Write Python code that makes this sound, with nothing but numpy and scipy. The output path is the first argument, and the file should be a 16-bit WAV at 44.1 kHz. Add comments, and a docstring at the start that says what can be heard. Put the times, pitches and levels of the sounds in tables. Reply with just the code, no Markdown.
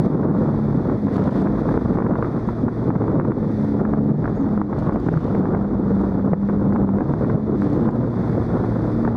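"""Personal watercraft on choppy water

It runs fast, heard through a microphone in a waterproof housing on board. The three-cylinder engine
drones as a stack of sine waves and at times races as the jet pump draws air. Shaped noise makes the
wind, the churning chop and the hissing spray. Short fading tones make the slaps against the hull,
its thuds on waves and, mixed with noise, the ticks of drops."""
import sys
import numpy as np
from scipy import signal
from scipy.fft import rfft, irfft, next_fast_len
from scipy.io import wavfile

SR = 44100
rng = np.random.default_rng(int(sys.argv[2]) if len(sys.argv) > 2 else 0)


def persist_wave(psi):
    """Save psi, clipped to +-1, as 16-bit WAV."""
    counts = np.round(np.clip(psi, -1, 1) * 32767).astype(np.int16)
    wavfile.write(sys.argv[1], SR, np.atleast_2d(counts).T)


N = 403956  # samples in the scene

# Engine speed while the pump grips, before races and wobble: [t/s, four-stroke cycle rate f/Hz]
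GRIP_SPEED = [(0, 38.5), (0.3, 35.2), (0.47, 36.8), (0.72, 35.4), (0.85, 31.8), (1.0, 35.2), (1.1, 33.3),
              (1.22, 32.4), (1.45, 32.7), (1.62, 37.5), (2.05, 37.3), (2.5, 38.7), (2.94, 38.3),
              (3.2, 35.9), (3.6, 35.3), (4.06, 35.4), (4.3, 35), (4.45, 34), (4.54, 35.3), (4.65, 33.3),
              (5.52, 32.1), (5.73, 34.2), (6.1, 32.2), (6.35, 33), (6.5, 34), (6.75, 33.3), (6.92, 32.4),
              (7.22, 38), (7.36, 35.4), (7.46, 36.2), (7.7, 31.8), (7.85, 38.5), (8.0, 40), (8.2, 38.2),
              (9.16, 38.2)]
# The pump draws air and the engine races: [peak t/s, time from peak to 37 % t/s, added cycle rate f/Hz]
RACES = [(0.1, .1, 3), (1.77, .12, 3), (4.23, .06, 6), (5.11, .16, 8.8)]
# The outlet comes clear of the water and the drone swells: [start t/s, end t/s, gain level/dB]
SWELLS = [(0.06, 0.17, 11), (0.38, 0.78, 6), (1.0, 1.54, 5.5), (3.1, 3.55, 1.5), (3.55, 4.16, 6.5),
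          (4.53, 4.66, 8.5), (5.32, 5.45, 10), (5.55, 5.88, 5), (5.88, 6.68, 7.5), (6.68, 6.98, 10),
          (7.33, 7.65, 4.5), (7.8, 8.08, 9.5), (8.08, 8.92, 2), (8.92, 9.16, 10)]
# The hull lifts and the exhaust booms on multiple 4: [start t/s, end t/s, gain level/dB]
BOOMS = [(0.43, 0.8, 15), (3.12, 3.33, 13.5), (3.95, 4.26, 16), (5.05, 5.21, 18.5), (7.06, 7.14, 17.5),
         (8.27, 8.37, 18)]
# The pump grips evenly and the firing note stands out: [start t/s, end t/s, gain level/dB]
THROBS = [(2.75, 3.05, 4), (7.95, 9.0, 3.5)]
# The pump bites again and the exhaust pipe barks on one line:
# [start t/s, end t/s, multiple of the cycle rate, line level/dB before the shake]
BARKS = [(1.035, 1.102, 8, -21), (1.08, 1.547, 9, -30), (3.604, 4.12, 8, -27.5), (4.4, 4.477, 8, -19.5),
         (4.577, 4.705, 9, -26), (6.5, 6.903, 8, -33.5), (6.96, 7.08, 9, -28.5), (7.583, 7.78, 9, -23),
         (8.8, 9.08, 8, -28)]
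# Weaker exhaust lines: [multiple of the cycle rate, level/dB before swells and shake]
OVERTONES = [(5, -43.5), (7, -48.5), (10, -45), (12, -50)]

# Air over the microphone, low buffeting before its overall shift and gusts: [t/s, level/dB]
BUFFETING = [(0, -14), (0.65, -30.5), (0.92, -24.5), (1.0, -29), (1.2, -23), (1.55, -24.5), (1.9, -24),
             (2.15, -24.5), (2.48, -29.5), (2.57, -33), (2.66, -21.5), (2.76, -33), (2.86, -23.5),
             (3.25, -21), (3.68, -29), (3.91, -24.5), (4.0, -26.5), (4.42, -26.5), (4.72, -28.5),
             (4.92, -20), (5.2, -30), (5.44, -23), (5.64, -31.5), (5.76, -25.5), (6.3, -28), (6.45, -31.5),
             (6.7, -21), (7.04, -28), (7.34, -23), (7.55, -27.5), (7.83, -23), (8.14, -30), (8.31, -26),
             (9.16, -28.5)]
# Eddies breaking on the port, fine turbulence before its overall shift and gusts: [t/s, level/dB]
EDDIES = [(0.0, -28), (0.81, -35), (0.87, -31), (1.02, -42.5), (1.17, -31), (2.13, -30.5), (2.7, -35.5),
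          (3.21, -31.5), (3.42, -36.5), (3.62, -37), (3.96, -31), (4.02, -42.5), (4.17, -45), (4.26, -30.5),
          (4.32, -35), (4.74, -36), (4.92, -22.5), (5.04, -34.5), (5.58, -32), (5.64, -35), (6.09, -31),
          (6.42, -37), (6.48, -34.5), (7.23, -33), (7.56, -39.5), (7.86, -29.5), (8.07, -35), (8.25, -31),
          (9.15, -33)]

# Slaps of chop and water, before muffling and limiter: [t/s, level/dB, pressure pulse f/Hz]
SLAPS = [(0.230, -13, 850), (0.897, -15, 950), (1.069, -15, 800), (1.082, -11.5, 890), (1.180, -12, 750),
         (1.221, -13, 600), (1.275, -12, 900), (1.291, -13, 1020), (1.471, -14.5, 1100), (1.689, -12, 900),
         (1.741, -13.5, 700), (1.775, -10, 650), (1.972, -14, 1000), (1.986, -9.5, 900),
         (2.002, -9.5, 1000), (2.022, -12.5, 820), (2.064, -11, 1100), (2.109, -14, 1200),
         (2.136, -14, 900), (2.155, -11, 1000), (2.225, -10.5, 1150), (2.246, -13, 1200), (2.488, -14, 900),
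         (2.682, -8, 900), (2.904, -7, 830), (2.954, -14, 850), (3.018, -13.5, 750), (3.040, -13.5, 650),
         (3.080, -15, 950), (3.198, -5.5, 1000), (3.211, -11, 1100), (3.249, -11, 1300),
         (3.306, -11.5, 900), (3.319, -11, 1100), (3.851, -9.5, 1000), (3.936, -11.5, 950),
         (4.242, -14, 750), (4.256, -11, 1300), (4.277, -13.5, 450), (4.576, -14, 650), (4.615, -9, 1000),
         (4.728, -14.5, 800), (4.894, -7.5, 880), (4.908, -14, 1100), (4.922, -8.5, 780), (4.959, -8, 650),
         (5.086, -9.5, 800), (5.139, -18, 1450), (5.173, -11, 1200), (5.348, -11, 1204),
         (5.455, -13.5, 950), (5.548, -12, 650), (6.333, -6, 380), (6.488, -16, 850), (6.496, -13.5, 1000),
         (6.724, -13, 750), (6.760, -12, 850), (6.890, -13, 905), (6.985, -13.5, 1060), (7.007, -12, 750),
         (7.137, -13.5, 900), (7.246, -13.5, 1000), (7.298, -11.5, 950), (7.620, -14, 1300),
         (7.889, -6.5, 850), (8.645, -13.5, 830), (9.050, -10.5, 1112), (9.076, -12.5, 770)]
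# The hull lands on a wave, peak before the limiter: [t/s, level/dB, f/Hz]
THUDS = [(0.745, -13, 250), (0.768, -11, 180), (2.474, -11, 200), (2.636, -8, 260), (2.679, -9, 230),
         (5.166, -10, 140), (6.035, -11, 340), (6.33, -5, 170), (7.819, -11, 240)]

# Sheets of spray from the bow, hiss before its overall shift: [start t/s, length t/s, level/dB]
SHEETS = [(0, 0.09, -56), (0.357, 0.71, -66), (1.14, 0.26, -60), (1.594, 0.34, -61.5), (2.198, 0.84, -65.5),
          (3.195, 0.47, -67.5), (3.569, 0.076, -64.5), (3.7, 0.1, -67.5), (4.27, 0.25, -69), (4.8, .6, -66),
          (5.905, 0.2, -67.5), (6.43, 0.21, -72), (7.128, 0.15, -65.5), (7.615, .2, -64),
          (7.951, 0.23, -70.5), (8.204, .82, -63)]
# Showers of drops after a hard landing, level of the droplets: [start t/s, end t/s, level/dB]
SHOWERS = [(1.09, 1.48, -60), (4.73, 5.45, -64.5), (7.56, 8.0, -65.5)]
# Drops on the housing, starting level before the filter: [t/s, level/dB]
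DROPS = [(1.070, -53), (1.143, -47), (1.166, -43), (1.417, -44), (2.474, -48), (4.788, -42), (4.929, -47),
         (4.939, -48), (5.0, -44), (5.087, -49), (5.174, -44), (6.015, -50), (6.735, -51), (7.616, -45),
         (7.699, -48), (7.731, -45), (7.909, -46), (7.957, -48)]
# Water squeezing through the microphone port, before shift and wobble: [t/s, f/Hz, level/dB]
SQUEAK = [(4.33, 6640, -98), (4.355, 6540, -65), (4.37, 6540, -62), (4.39, 7420, -76), (4.405, 6606, -62),
          (4.45, 5843, -73), (4.47, 5740, -120)]

# Colours of the noises; only the shape counts, as the power is evened out: [f/Hz, relative level/dB]
RUMBLE_COLOUR = [(20, -25), (32, -18.5), (45, 4.5), (62, 4), (80, 2), (110, -6), (170, -15), (300, -22.5),
                 (600, -54)]
BUFFET_COLOUR = [(60, -26.5), (100, -2), (160, 2), (260, 0), (330, -3.5), (480, -7.5), (680, -18),
                 (1200, -27), (2500, -59)]
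TURBULENCE_COLOUR = [(200, -30.5), (450, 6.5), (650, 4.5), (1000, 1), (1430, -4), (1550, -11), (2000, -25),
                     (2500, -43), (3000, -42.5), (3600, -49), (6000, -60.5)]
HISS_COLOUR = [(900, -5.5), (1800, 14.5), (2400, 1), (2900, -14.5), (3500, 2.5), (4000, -3), (4700, -3.5),
               (5300, -7.5), (6300, -10), (7200, -21.5), (10000, -28.5), (15000, -40)]
MIST_COLOUR = [(3000, -20.5), (6000, -3.5), (7500, 2), (9300, 5.5), (11000, -1), (14000, -3),
               (16000, -10.5)]
WASH_COLOUR = [(250, -10.5), (600, 8), (1000, 6), (1450, -10.5), (2000, -23), (2600, -31), (3200, -43)]


def from_db(db):
    """Turn decibels into a gain."""
    return 10 ** (np.asarray(db) / 20)


def rms_one(x):
    """Scale to unit power."""
    return x / np.sqrt(np.mean(x ** 2) + 1e-20)


def clock():
    """Time of every sample in seconds."""
    return np.arange(N) / SR


def in_time(rows):
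    """Draw a curve through each column, one value per sample."""
    s, *columns = np.transpose(rows)
    return [np.interp(clock(), s, column) for column in columns]


def held(rows, fade_s):
    """Each row fades in, holds its value and fades out."""
    t = clock()
    return sum(value * np.clip(.5 + np.minimum(t - start, end - t) / fade_s, 0, 1)
               for start, end, value in rows)


def drift(rate_hz):
    """Smooth random wander with spread 1, made at an eighth of the sample rate."""
    r = np.exp(-16 * np.pi * rate_hz / SR)
    noise = rng.standard_normal(N // 8 + 8002)
    slow = signal.lfilter([1], [1, -2 * r, r * r], noise)[8000:]  # skip the filter's settling
    return np.interp(np.arange(N) / 8, np.arange(len(slow)), rms_one(slow))


def cut(x, hz, kind, order=2):
    """Butterworth filter: keep only a range of pitches."""
    sections = signal.butter(order, hz, kind, fs=SR, output="sos")
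    return signal.sosfilt(sections, x + 1e-18)


def colour(x, spectrum):
    """Give a noise its spectrum, at unit power."""
    hz, db = np.transpose(spectrum)
    size = next_fast_len(N)
    bins = np.maximum(np.arange(size // 2 + 1) * SR / size, 1)
    # nothing is left outside the listed range
    gain = from_db(np.interp(np.log(bins), np.log(hz), db, left=-np.inf, right=-np.inf))
    return rms_one(irfft(rfft(x, size) * gain, size)[:N])


def white():
    """Plain noise."""
    return rng.standard_normal(N)


def grains(per_s, spread_db):
    """Random clicks of uneven size, at unit power."""
    sizes = from_db(spread_db * np.minimum(rng.exponential(1, N), 4))
    signs = rng.choice([-1, 1], N)
    struck = rng.random(N) < per_s / SR
    return rms_one(sizes * signs * struck)


def resonance_db(hz, centre_hz, width_hz):
    """Loss of a line that lies off the centre of a resonance."""
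    return -10 * np.log10(1 + ((hz - centre_hz) / width_hz) ** 2)


def engine(firing_db=-30.0, firing_hz=116, firing_width_hz=10, fourth_db=-40.5,
           drone_db=-28.5, drone_hz=203, drone_width_hz=22, pipe_db=-39,
           overtone_follows=0.32, shake_db=1.0, wobble=0.004):
    """Exhaust lines locked to the crank; unequal cylinders fill in between the firing harmonics."""
    t = clock()
    cycle_hz = in_time(GRIP_SPEED)[0]
    for s, width, extra in RACES:
        cycle_hz = cycle_hz + extra * np.exp(-((t - s) / width) ** 2)
    turn = 2 * np.pi * np.cumsum(cycle_hz * (1 + wobble * drift(21))) / SR
    swell = held(SWELLS, fade_s=0.056)
    boom = held(BOOMS, fade_s=0.07)
    throb = held(THROBS, fade_s=0.06)

    # two exhaust resonances favour the firing note (3) and the drone (6) as they pass through
    firing = firing_db + throb + resonance_db(3 * cycle_hz, firing_hz, firing_width_hz)
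    drone = drone_db + swell + resonance_db(6 * cycle_hz, drone_hz, drone_width_hz)
    lines = [(3, firing), (4, fourth_db + boom), (6, drone)]
    for k in (8, 9):
        barks = [(start, end, db - pipe_db) for start, end, multiple, db in BARKS
                 if round(multiple) == k]
        lines.append((k, pipe_db + held(barks, fade_s=0.05)))
    lines += [(round(k), db + overtone_follows * swell) for k, db in OVERTONES]

    out = np.zeros(N)
    for k, db in lines:
        level = from_db(db + shake_db * drift(26.0))  # water washing over the outlet shakes each line
        out += level * np.sin(k * turn + rng.uniform(0, 2 * np.pi))
    return np.sqrt(2) * out


def wind(buffet_db=5.0, turbulence_db=-2.5, pop_db=-4.0, rumble_db=-33.5, rumble_share=0.55,
         gust_db=0.9, lump_db=2.6, burst_db=2.8):
    """Eddies strike the port: each swells the low buffeting and bursts into turbulence and pops."""
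    body, = in_time(BUFFETING)
    fine, = in_time(EDDIES)
    gust = from_db(gust_db * drift(10))
    eddies = np.clip(drift(40), -2.5, 1.6)
    # the rumble partly follows the turbulence
    rumble_level = from_db(rumble_db + rumble_share * (fine - fine.mean()))
    rumble = rumble_level * colour(white(), RUMBLE_COLOUR)
    buffet = colour(white() * from_db(lump_db * eddies), BUFFET_COLOUR)
    pops = from_db(pop_db) * grains(per_s=110, spread_db=1.0)
    bursts = (white() + pops) * from_db(burst_db * eddies)
    turbulence = colour(bursts, TURBULENCE_COLOUR)
    return rumble + gust * (from_db(body + buffet_db) * buffet
                            + from_db(fine + turbulence_db) * turbulence)


def slaps(thump_hz=330, thump_s=0.005, splash_s=0.0055):
    """A quickly fading pressure pulse, a dull hull thump and a ragged splash, muffled by the housing."""
    out, t = np.zeros(N), np.arange(SR // 15) / SR
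    ragged = from_db(3 * np.clip(drift(120), -2, 1.3))
    for s, db, hz in SLAPS:
        at = round(s * SR)
        hull_hz = thump_hz * rng.uniform(.8, 1.6)  # a different patch of hull each time
        thump = from_db(-3) * np.sin(2 * np.pi * hull_hz * t) * np.exp(-t / thump_s)
        # the fade is set to 1 at a quarter cycle, the first crest
        pulse = from_db(-1.5) * np.sin(2 * np.pi * hz * t) * np.exp(-1.2 * (hz * t - .25))
        noise = rng.standard_normal(len(t)) * ragged[at:at + len(t)]
        splash = cut(noise, [300, 1400], "band") * np.exp(-t / splash_s)
        out[at:at + len(t)] += from_db(db) * (pulse + thump + splash)
    muffled = cut(out, 1700, "low", order=4)
    return cut(muffled, 2800, "low", order=6)


def thuds(cycles=1.6):
    """The hull lands on a wave: a low knock that swells and dies within a few cycles."""
    out, t = np.zeros(N), np.arange(SR // 10) / SR
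    for s, db, hz in THUDS:
        at = round(s * SR)
        age = 2 * hz * t / cycles  # 1 at the fullest moment
        out[at:at + len(t)] += from_db(db) * age * np.exp(1 - age) * np.sin(2 * np.pi * hz * t)
    return out


def chop(wash_db=-46.5, gather_s=0.025, settle_s=0.029):
    """Water gathers before each slap, then churns and pops along the hull; harder slaps throw more."""
    t = clock()
    typical_db = np.mean([db for s, db, hz in SLAPS])
    power = np.zeros(N)
    for s, db, hz in SLAPS:
        distance = np.maximum((s - t) / gather_s, (t - s) / settle_s)
        power += from_db(db - typical_db) * np.exp(-distance)
    pops = from_db(3) * grains(per_s=220, spread_db=1.5)
    return from_db(wash_db) * np.sqrt(power) * colour(white() + pops, WASH_COLOUR)


def spray(hiss_db=11.0, mist_db=-13.0, patter_db=-12.0, flicker_db=0.6, mist_growth=.25,
          wake_db=-68.5, attack_s=0.12, release_s=0.12):
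    """Sheets of spray rise, hold and fall over the wake's hiss; heavier ones carry more fine mist."""
    t = clock()
    power = from_db(wake_db) ** 2
    for s, length, db in SHEETS:
        rise = np.clip(1 + (t - s) / attack_s, 0, 1)  # full at the listed start
        fall = np.exp(-np.maximum(t - s - length, 0) / release_s)
        power = power + (from_db(db) * rise * fall) ** 2
    hiss = 10 * np.log10(power)
    mist = hiss + mist_db + mist_growth * (hiss - hiss.mean())
    flicker = from_db(flicker_db * drift(31))
    patter = from_db(patter_db) * grains(per_s=330, spread_db=1.0)
    sheet = from_db(hiss + hiss_db) * colour(white() + .7 * patter, HISS_COLOUR)
    return flicker * (sheet + from_db(mist) * colour(white() + patter, MIST_COLOUR))


def showers(film_db=-1.0, droplet_top_hz=5200):
    """Thrown water falls as dense droplets and runs off the housing in a fizzing film."""
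    t = clock()
    fall = np.zeros(N)
    for start, end, db in SHOWERS:
        swell = np.clip((t - start) / .07, 0, 1)
        thin_out = np.clip(4 * (end - t) / (end - start), 0, 1)  # over the last quarter
        fall += from_db(db) * swell * thin_out
    patter = grains(per_s=330, spread_db=3.3)
    droplets = rms_one(cut(patter, [2000, droplet_top_hz], "band"))
    fizz = white() * from_db(3 * np.clip(drift(60), -2, 2))
    film = rms_one(cut(fizz, [2000, 3600], "band"))
    return fall * (droplets + from_db(film_db) * film)


def drops(decay_s=0.0024, squeak_db=-2.5):
    """Drops tick on the housing, each ringing at its own pitch; once a water film squeaks in the port."""
    ticks, t = np.zeros(N), np.arange(SR // 50) / SR
    for s, db in DROPS:
        at = round(s * SR)
        ring = np.sin(2 * np.pi * rng.uniform(3500, 5000) * t)
        tick = (ring + rng.standard_normal(len(t))) / np.sqrt(2)
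        ticks[at:at + len(t)] += from_db(db) * np.exp(-t / decay_s) * tick
    hz, db = in_time(SQUEAK)
    turn = 2 * np.pi * np.cumsum(hz * (1 + .025 * drift(200))) / SR
    squeak = from_db(db + squeak_db + 4 * drift(90)) * np.sin(turn)
    started = clock() > SQUEAK[0][0]
    return cut(ticks, [2800, 8500], "band") + squeak * started


def scene():
    """Everything meets at one microphone."""
    craft = engine() + wind() + slaps() + thuds()
    water = chop() + spray() + showers() + drops()
    return (craft + water)[None]


def record(dry, threshold_db=-10.5, release_db_per_s=75, attack_s=0.0009, cutoff_hz=15100):
    """A limiter ducks everything at loud peaks and recovers quickly; the highest treble is cut."""
    over = np.maximum(20 * np.log10(np.abs(dry) + 1e-9) - threshold_db, 0)
    # a running maximum on a rising ramp makes each peak fall back at a steady rate
    ramp = release_db_per_s * np.arange(N) / SR
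    falling = np.maximum.accumulate(over + ramp, axis=-1) - ramp
    duck_db = cut(falling, 1 / (2 * np.pi * attack_s), "low")
    top_cut = signal.ellip(10, .1, 70, cutoff_hz, fs=SR, output="sos")
    return signal.sosfilt(top_cut, dry * from_db(-duck_db))


dry = scene()
out = record(dry)
persist_wave(out)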